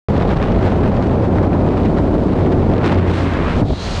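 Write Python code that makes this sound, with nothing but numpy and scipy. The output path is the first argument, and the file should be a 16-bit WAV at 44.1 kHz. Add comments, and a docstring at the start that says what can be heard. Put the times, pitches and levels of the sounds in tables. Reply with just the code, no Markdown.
"""Skydiver leaving a propeller plane

Heard from a camera outside the door, then falling away. The slipstream buffets and roars on the
microphone and tears in short bursts; the propeller drones beneath it and sinks in pitch after the jump.
Past the thumping wake the roar gives way to a bright rush and a whistle. A limiter holds the peaks."""
import sys
import numpy as np
from scipy import signal
from scipy.fft import rfft, irfft
from scipy.io import wavfile
from scipy.ndimage import uniform_filter1d, minimum_filter1d

SR = 44100
rng = np.random.default_rng(int(sys.argv[2]) if len(sys.argv) > 2 else 0)


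def generate_wav(sig):
    """Save sig (samples, or channels by samples) to the path in sys.argv[1] as 16-bit PCM at SR."""
    pcm = np.round(np.clip(np.atleast_2d(sig).T, -1, 1) * 32767).astype(np.int16)
    wavfile.write(sys.argv[1], SR, pcm)


N = 176400
T = np.arange(N) / SR
HZ = np.fft.rfftfreq(N, 1 / SR)


def amp(db):
    """Decibels to gain."""
    return 10 ** (np.asarray(db) / 20)


def unit(x):
    """Scale to rms 1."""
    return x / np.sqrt(np.mean(x ** 2) + 1e-20)


def curve(points):
    """Rows of (t/s, value) interpolated to every sample."""
    return np.interp(T, *np.transpose(points))


def coloured(x, spectrum):
    """Filter x by rows of (f/Hz, level/dB); rms 1."""
    hz, db = np.transpose(spectrum)
    gain = amp(np.interp(np.log(HZ + 1), np.log(hz + 1), db))
    return unit(irfft(rfft(x) * gain, N))


def noise(spectrum):
    """Shaped noise, rms 1."""
    return coloured(rng.standard_normal(N), spectrum)


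def wander(rate_hz, slowest_hz=3):
    """Smooth random motion between two rates; rms about 1, peaks softened."""
    gain = HZ / (HZ + slowest_hz) / (1 + (HZ / rate_hz) ** 2)
    motion = unit(irfft(rfft(rng.standard_normal(N)) * gain, N))
    return 3 * np.tanh(motion / 3)


def stirred(spectrum, flow, eddy_db, gust_db, own_db):
    """Noise whose level follows the shared eddies and gusts, plus its own flutter."""
    eddies, gusts = flow
    return unit(noise(spectrum) * amp(eddy_db * eddies + gust_db * gusts + own_db * wander(130)))


def churning(spectrum, evenness):
    """Noise with swells and lulls partly evened out, as under steady wind pressure."""
    x = noise(spectrum)
    power = uniform_filter1d(abs(signal.hilbert(x)) ** 2, size=441)
    return unit(x / (power + 0.12) ** (evenness / 2))


def puffs(table):
    """Envelope of Gaussian swells, summed in power."""
    return np.sqrt(sum(amp(db) ** 2 * np.exp(-np.pi * ((T - centre_s) / length_s) ** 2)
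                       for centre_s, length_s, db in table))


def gliding_band(table, width_hz, order=1):
    """Noise band riding on a multiple of a moving pitch."""
    times_s, hz, db = np.transpose(table)
    band = unit(irfft(rfft(rng.standard_normal(N)) / (1 + (HZ / width_hz) ** 2) ** 2, N))
    carrier = np.sin(2 * np.pi * order * np.cumsum(np.interp(T, times_s, hz)) / SR)
    return amp(np.interp(T, times_s, db)) * unit(band * carrier)


def propeller():
    """Blade-rate harmonics, shaken in level and phase by turbulent air."""
    # blade passage: t/s, f/Hz
    blade_rate = [(0, 91.95), (1, 92.14), (2.7, 91.9), (3.05, 89.8), (3.4, 86.6), (3.7, 86), (4, 87.8)]
    # drone envelope: t/s, level/dB
    level = [(0, -20), (.5, -26), (.67, -15.5), (.8, -28), (1.2, -24), (1.47, -21.5), (1.8, -23),
             (2.05, -21), (2.25, -26), (2.5, -20.5), (2.72, -21.5), (3.0, -12.5), (3.2, -21), (3.45, -29.5),
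             (3.75, -28.5), (4, -42)]
    # harmonics: multiple, level/dB
    harmonics = [(1, 4), (2, -6), (4, -9)]
    cycles = np.cumsum(curve(blade_rate)) / SR
    tone = np.zeros(N)
    for k, db in harmonics:
        gain = amp(db + 2.0 * wander(22, slowest_hz=6.5))
        tone += gain * np.sin(2 * np.pi * (k * cycles + rng.random()) + .25 * k * wander(13))
    return amp(curve(level) + 2.5) * unit(tone)


def open_air():
    """Smooth, bright rush swelling as the jumper falls clear."""
    # rush envelope: t/s, level/dB
    level = [(3.62, -78.5), (3.68, -44.5), (3.76, -41), (3.83, -31), (3.9, -30.5), (4, -29.5)]
    # rush spectrum: f/Hz, level/dB
    spectrum = [(200, -4.5), (450, 5), (800, 7.5), (1300, 3.5), (2100, -1), (3100, 1), (4200, -1.5),
                (5100, -4.5), (6500, -5), (8000, -14), (10000, -25), (11600, -32.5)]
    return amp(curve(level) + 0.64 * wander(30)) * noise(spectrum)


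def airflow_resonance():
    """Faint resonance and its octave, rising as the camera turns from the plane."""
    # resonance track: t/s, f/Hz, level/dB
    sweep = [(3.15, 930, -70), (3.32, 1020, -36), (3.42, 1113, -39), (3.52, 1388, -38), (3.6, 1390, -60)]
    return gliding_band(sweep, width_hz=170) + amp(-6) * gliding_band(sweep, width_hz=170, order=2)


def whistle():
    """Air past the camera: a breathy band with a narrow core, climbing with fall speed."""
    # whistle track: t/s, f/Hz, level/dB
    track = [(3.618, 3490, -79), (3.681, 3720, -42.5), (3.738, 3890, -42.5), (3.83, 4160, -37),
             (4, 4164, -40)]
    return amp(-0.6) * gliding_band(track, width_hz=1100) + amp(-8) * gliding_band(track, width_hz=260)


def hiss(flow):
    """Fine hiss in the slipstream."""
    # hiss envelope: t/s, level/dB
    level = [(.1, -46), (.3, -54), (.56, -54), (.67, -50), (.76, -54), (1.5, -53.5), (2.7, -52.5),
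             (2.84, -56), (2.86, -37), (2.9, -45), (2.94, -47), (2.97, -62), (3.1, -46), (3.15, -42.5),
             (3.26, -48), (3.42, -59), (3.6, -43), (3.63, -51.5)]
    # hiss spectrum: f/Hz, level/dB
    spectrum = [(1500, 0), (3000, 7), (4200, 4.5), (5500, -2.5), (7000, -7.5), (9000, -12), (10300, -23),
                (11600, -41)]
    return amp(curve(level) + 5.0) * stirred(spectrum, flow, eddy_db=1.0, gust_db=0.9, own_db=-0.1)


def spits():
    """Air spits on the microphone: snaps with ragged tails, dulled by its cover."""
    # spits: t/s, peak level/dB
    hits = [(.167, -22), (0.2234, -25), (.2284, -23), (0.3043, -17.5), (0.3386, -22), (0.371, -20.5),
            (.4274, -16.5), (0.5204, -17.5), (0.703, -20.5), (0.968, -19), (1.026, -21), (1.0713, -19),
            (1.6891, -21.5), (1.7776, -30), (1.8337, -23), (1.8594, -23), (2.1822, -29), (2.5244, -24),
            (2.7373, -18.5), (2.7819, -20.5), (2.8553, -18), (2.8787, -9), (2.946, -14), (3.3369, -16)]
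    # spit spectrum: f/Hz, level/dB
    spectrum = [(200, -3.5), (900, 4), (2200, 1), (4000, -4), (6000, -15.5), (9000, -33), (11500, -55)]
    decay_s = 0.0006
    tails = sum(amp(db) * (T >= at_s) * np.exp(-abs(T - at_s) / decay_s) for at_s, db in hits)
    snaps = np.maximum(np.diff(tails, prepend=0), 0)
    bursts = amp(10.0) * snaps + amp(-4.5) * tails * rng.standard_normal(N)
    return np.std(bursts) * coloured(bursts, spectrum)


def tearing(flow):
    """Flow breaking off the camera body: crackling noise, flaring in gusts, smoother after the jump."""
    # tearing envelope: t/s, level/dB
    level = [(.1, -34.5), (.3, -41.5), (.46, -35.5), (.58, -38), (.8, -39.5), (1.3, -44), (1.6, -44.5),
             (1.8, -39), (1.9, -50), (2.02, -43.5), (2.23, -45.5), (2.36, -39.5), (2.58, -45.5),
             (2.71, -39.5), (2.81, -33.5), (2.89, -29.5), (2.98, -29.5), (3.1, -31.5), (3.2, -31.5),
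             (3.3, -31.5), (3.35, -29.5), (3.42, -32), (3.51, -29), (3.615, -38.5), (3.64, -59),
             (3.77, -41), (4, -37)]
    # tearing spectrum: f/Hz, level/dB
    spectrum = [(200, -8), (600, -1.5), (1050, 7), (1700, 2.5), (2600, -2.5), (4000, -12), (5500, -22),
                (8000, -31), (10000, -40), (12000, -64.5)]
    # raggedness: t/s, share of flow modulation
    ragged = [(2.8, 1), (3.2, 0.3)]
    # gusts across the microphone: centre t/s, length/s, peak level/dB
    gusts = [(.168, 0.031, -29.5), (.22, 0.018, -23.5), (.308, 0.043, -26.5), (.371, 0.0066, -29),
             (.425, 0.039, -32), (.517, 0.0056, -30), (.665, 0.042, -26.5), (.86, 0.034, -33.5),
             (.922, 0.012, -32), (.968, 0.0089, -33), (1.035, .014, -29.5), (1.252, .016, -31),
             (1.382, 0.016, -32), (1.43, .012, -34), (1.537, 0.0082, -34), (1.776, 0.0081, -28),
             (1.857, 0.021, -29), (1.978, 0.017, -31), (2.445, 0.019, -42), (2.528, 0.01, -27),
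             (2.868, 0.05, -23.5), (2.915, 0.049, -29)]
    # gust spectrum: f/Hz, level/dB
    gust_spectrum = [(200, 1), (700, 13.5), (1500, 9.5), (2600, -5.5), (4000, -7), (5500, -19.5),
                     (8000, -31.5), (11500, -58)]
    snaps_per_s = 1100
    snaps = (rng.random(N) < snaps_per_s / SR) * rng.uniform(-1.02, 1, N)
    crackle = amp(-7.5) * unit(coloured(snaps, spectrum) * amp(1.1 * flow[0]))
    calmed = np.array(flow) * curve(ragged)
    steady = stirred(spectrum, calmed, eddy_db=3.0, gust_db=2.0, own_db=1.0) + crackle
    ripping = stirred(gust_spectrum, flow, eddy_db=5.0, gust_db=-1.5, own_db=2.5) + crackle
    return amp(curve(level) + 3.0) * steady + amp(1.5) * puffs(gusts) * ripping


def hoot():
    """Hollow, hooting part of the roar."""
    # hoot envelope: t/s, level/dB
    level = [(.1, -37), (1.0, -25), (1.4, -21), (2.1, -21), (2.7, -19.5), (3.2, -23.5), (3.35, -28.5),
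             (4, -55)]
    # hoot spectrum: f/Hz, level/dB
    spectrum = [(20, -71.5), (120, -15), (205, -2), (245, 11), (295, 10.5), (340, 6), (395, 3.5),
                (460, -10), (800, -34.5), (8000, -110)]
    return amp(curve(level) + 0.6) * churning(spectrum, evenness=0.36)


def wake():
    """Falling through the plane's wake: low thumps and a rumble that holds, then stops dead."""
    # thumps: centre t/s, length/s, peak level/dB
    thumps = [(3.265, 0.03, -19), (3.6, 0.024, -14.5), (3.625, 0.013, -7), (3.708, 0.0086, -12.5),
              (3.735, .0053, -13)]
    # thump spectrum: f/Hz, level/dB
    thump_spectrum = [(20, -21), (60, -2), (130, -3), (270, -1.5), (420, -10), (720, -15), (1000, -22.5),
                      (2000, -37.5), (10000, -100)]
    # rumble envelope: t/s, level/dB
    level = [(3.54, -70), (3.562, -14), (3.63, -14), (3.68, -17), (3.738, -17), (3.75, -73)]
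    # rumble spectrum: f/Hz, level/dB
    spectrum = [(20, -16.5), (60, 7.5), (130, -0.5), (270, -2.5), (420, -14), (760, -15.5), (1000, -29.5),
                (2000, -44), (10000, -100)]
    return puffs(thumps) * noise(thump_spectrum) + amp(curve(level)) * churning(spectrum, evenness=0.47)


def buffeting():
    """Deep turbulence beating on the microphone."""
    # buffet envelope: t/s, level/dB
    level = [(.1, -22.5), (.38, -20), (.47, -24), (.56, -16), (.66, -26), (.74, -23.5), (.84, -22),
             (1.0, -22.5), (1.27, -27), (1.34, -23), (1.46, -23), (1.53, -24), (2.1, -22.5), (2.4, -25.5),
             (2.68, -21), (2.78, -24), (2.93, -24.5), (3.1, -21), (3.16, -30), (3.25, -28.5), (3.5, -21.5),
             (3.61, -20), (3.73, -22), (3.755, -34), (3.81, -35), (3.85, -27.5), (4, -22.5)]
    # buffet spectrum: f/Hz, level/dB
    spectrum = [(8, -18.5), (22, -6), (40, 5.5), (60, 9.5), (85, 3.5), (130, -9.5), (220, -8), (600, -80.5),
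                (3000, -110)]
    return amp(curve(level) + 2.0) * churning(spectrum, evenness=.85)


def roar(flow):
    """Slipstream roar on the microphone, stirred by eddies and gusts."""
    # roar envelope: t/s, level/dB
    level = [(.1, -10.5), (.4, -17), (.6, -14), (1.0, -16), (1.5, -14.5), (2.2, -17), (2.72, -15.5),
             (2.9, -11), (3.12, -17), (3.16, -20), (3.21, -17.5), (3.3, -24.5), (3.38, -17.5), (3.54, -22),
             (3.62, -21.5), (3.66, -43), (3.76, -31), (3.81, -29.5), (3.88, -25), (4, -26.5)]
    # roar spectrum: f/Hz, level/dB
    spectrum = [(40, -24), (80, -3.5), (110, 3), (145, 0), (190, 2), (290, -4), (420, -4), (650, -8.5),
                (900, -14.5), (1300, -23.5), (2200, -38), (12000, -100)]
    return amp(curve(level) + 0.61) * stirred(spectrum, flow, eddy_db=1.0, gust_db=0.6, own_db=0.92)


def scene():
    """Wind and propeller at one microphone."""
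    eddy_hz, gust_hz = 228, 22
    flow = wander(eddy_hz, slowest_hz=22), wander(gust_hz, slowest_hz=14)
    slipstream = buffeting() + roar(flow) + wake() + hoot() + hiss(flow) + tearing(flow) + spits()
    return (slipstream + propeller() + open_air() + airflow_resonance() + whistle())[None]


def record(dry):
    """Abrupt cut-in, fast peak limiter, low-pass."""
    start_s, cutoff_hz = .085, 11600
    ceiling_db, recover_db_per_s = -5.5, 134.5
    x = dry[0] * np.clip((T - start_s) * 1000, 0, 1)
    over_db = np.maximum(20 * np.log10(abs(x) + 1e-9) - ceiling_db, 0)
    recovery_db = T * recover_db_per_s
    held_db = np.maximum.accumulate(over_db + recovery_db) - recovery_db
    gain_db = uniform_filter1d(minimum_filter1d(-held_db, size=89), size=89)  # 2 ms attack
    low_pass = signal.firwin(511, cutoff_hz, window=("kaiser", 9), fs=SR)
    return signal.oaconvolve(x * amp(gain_db), low_pass, "same")[None]


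dry = scene()
out = record(dry)
generate_wav(out)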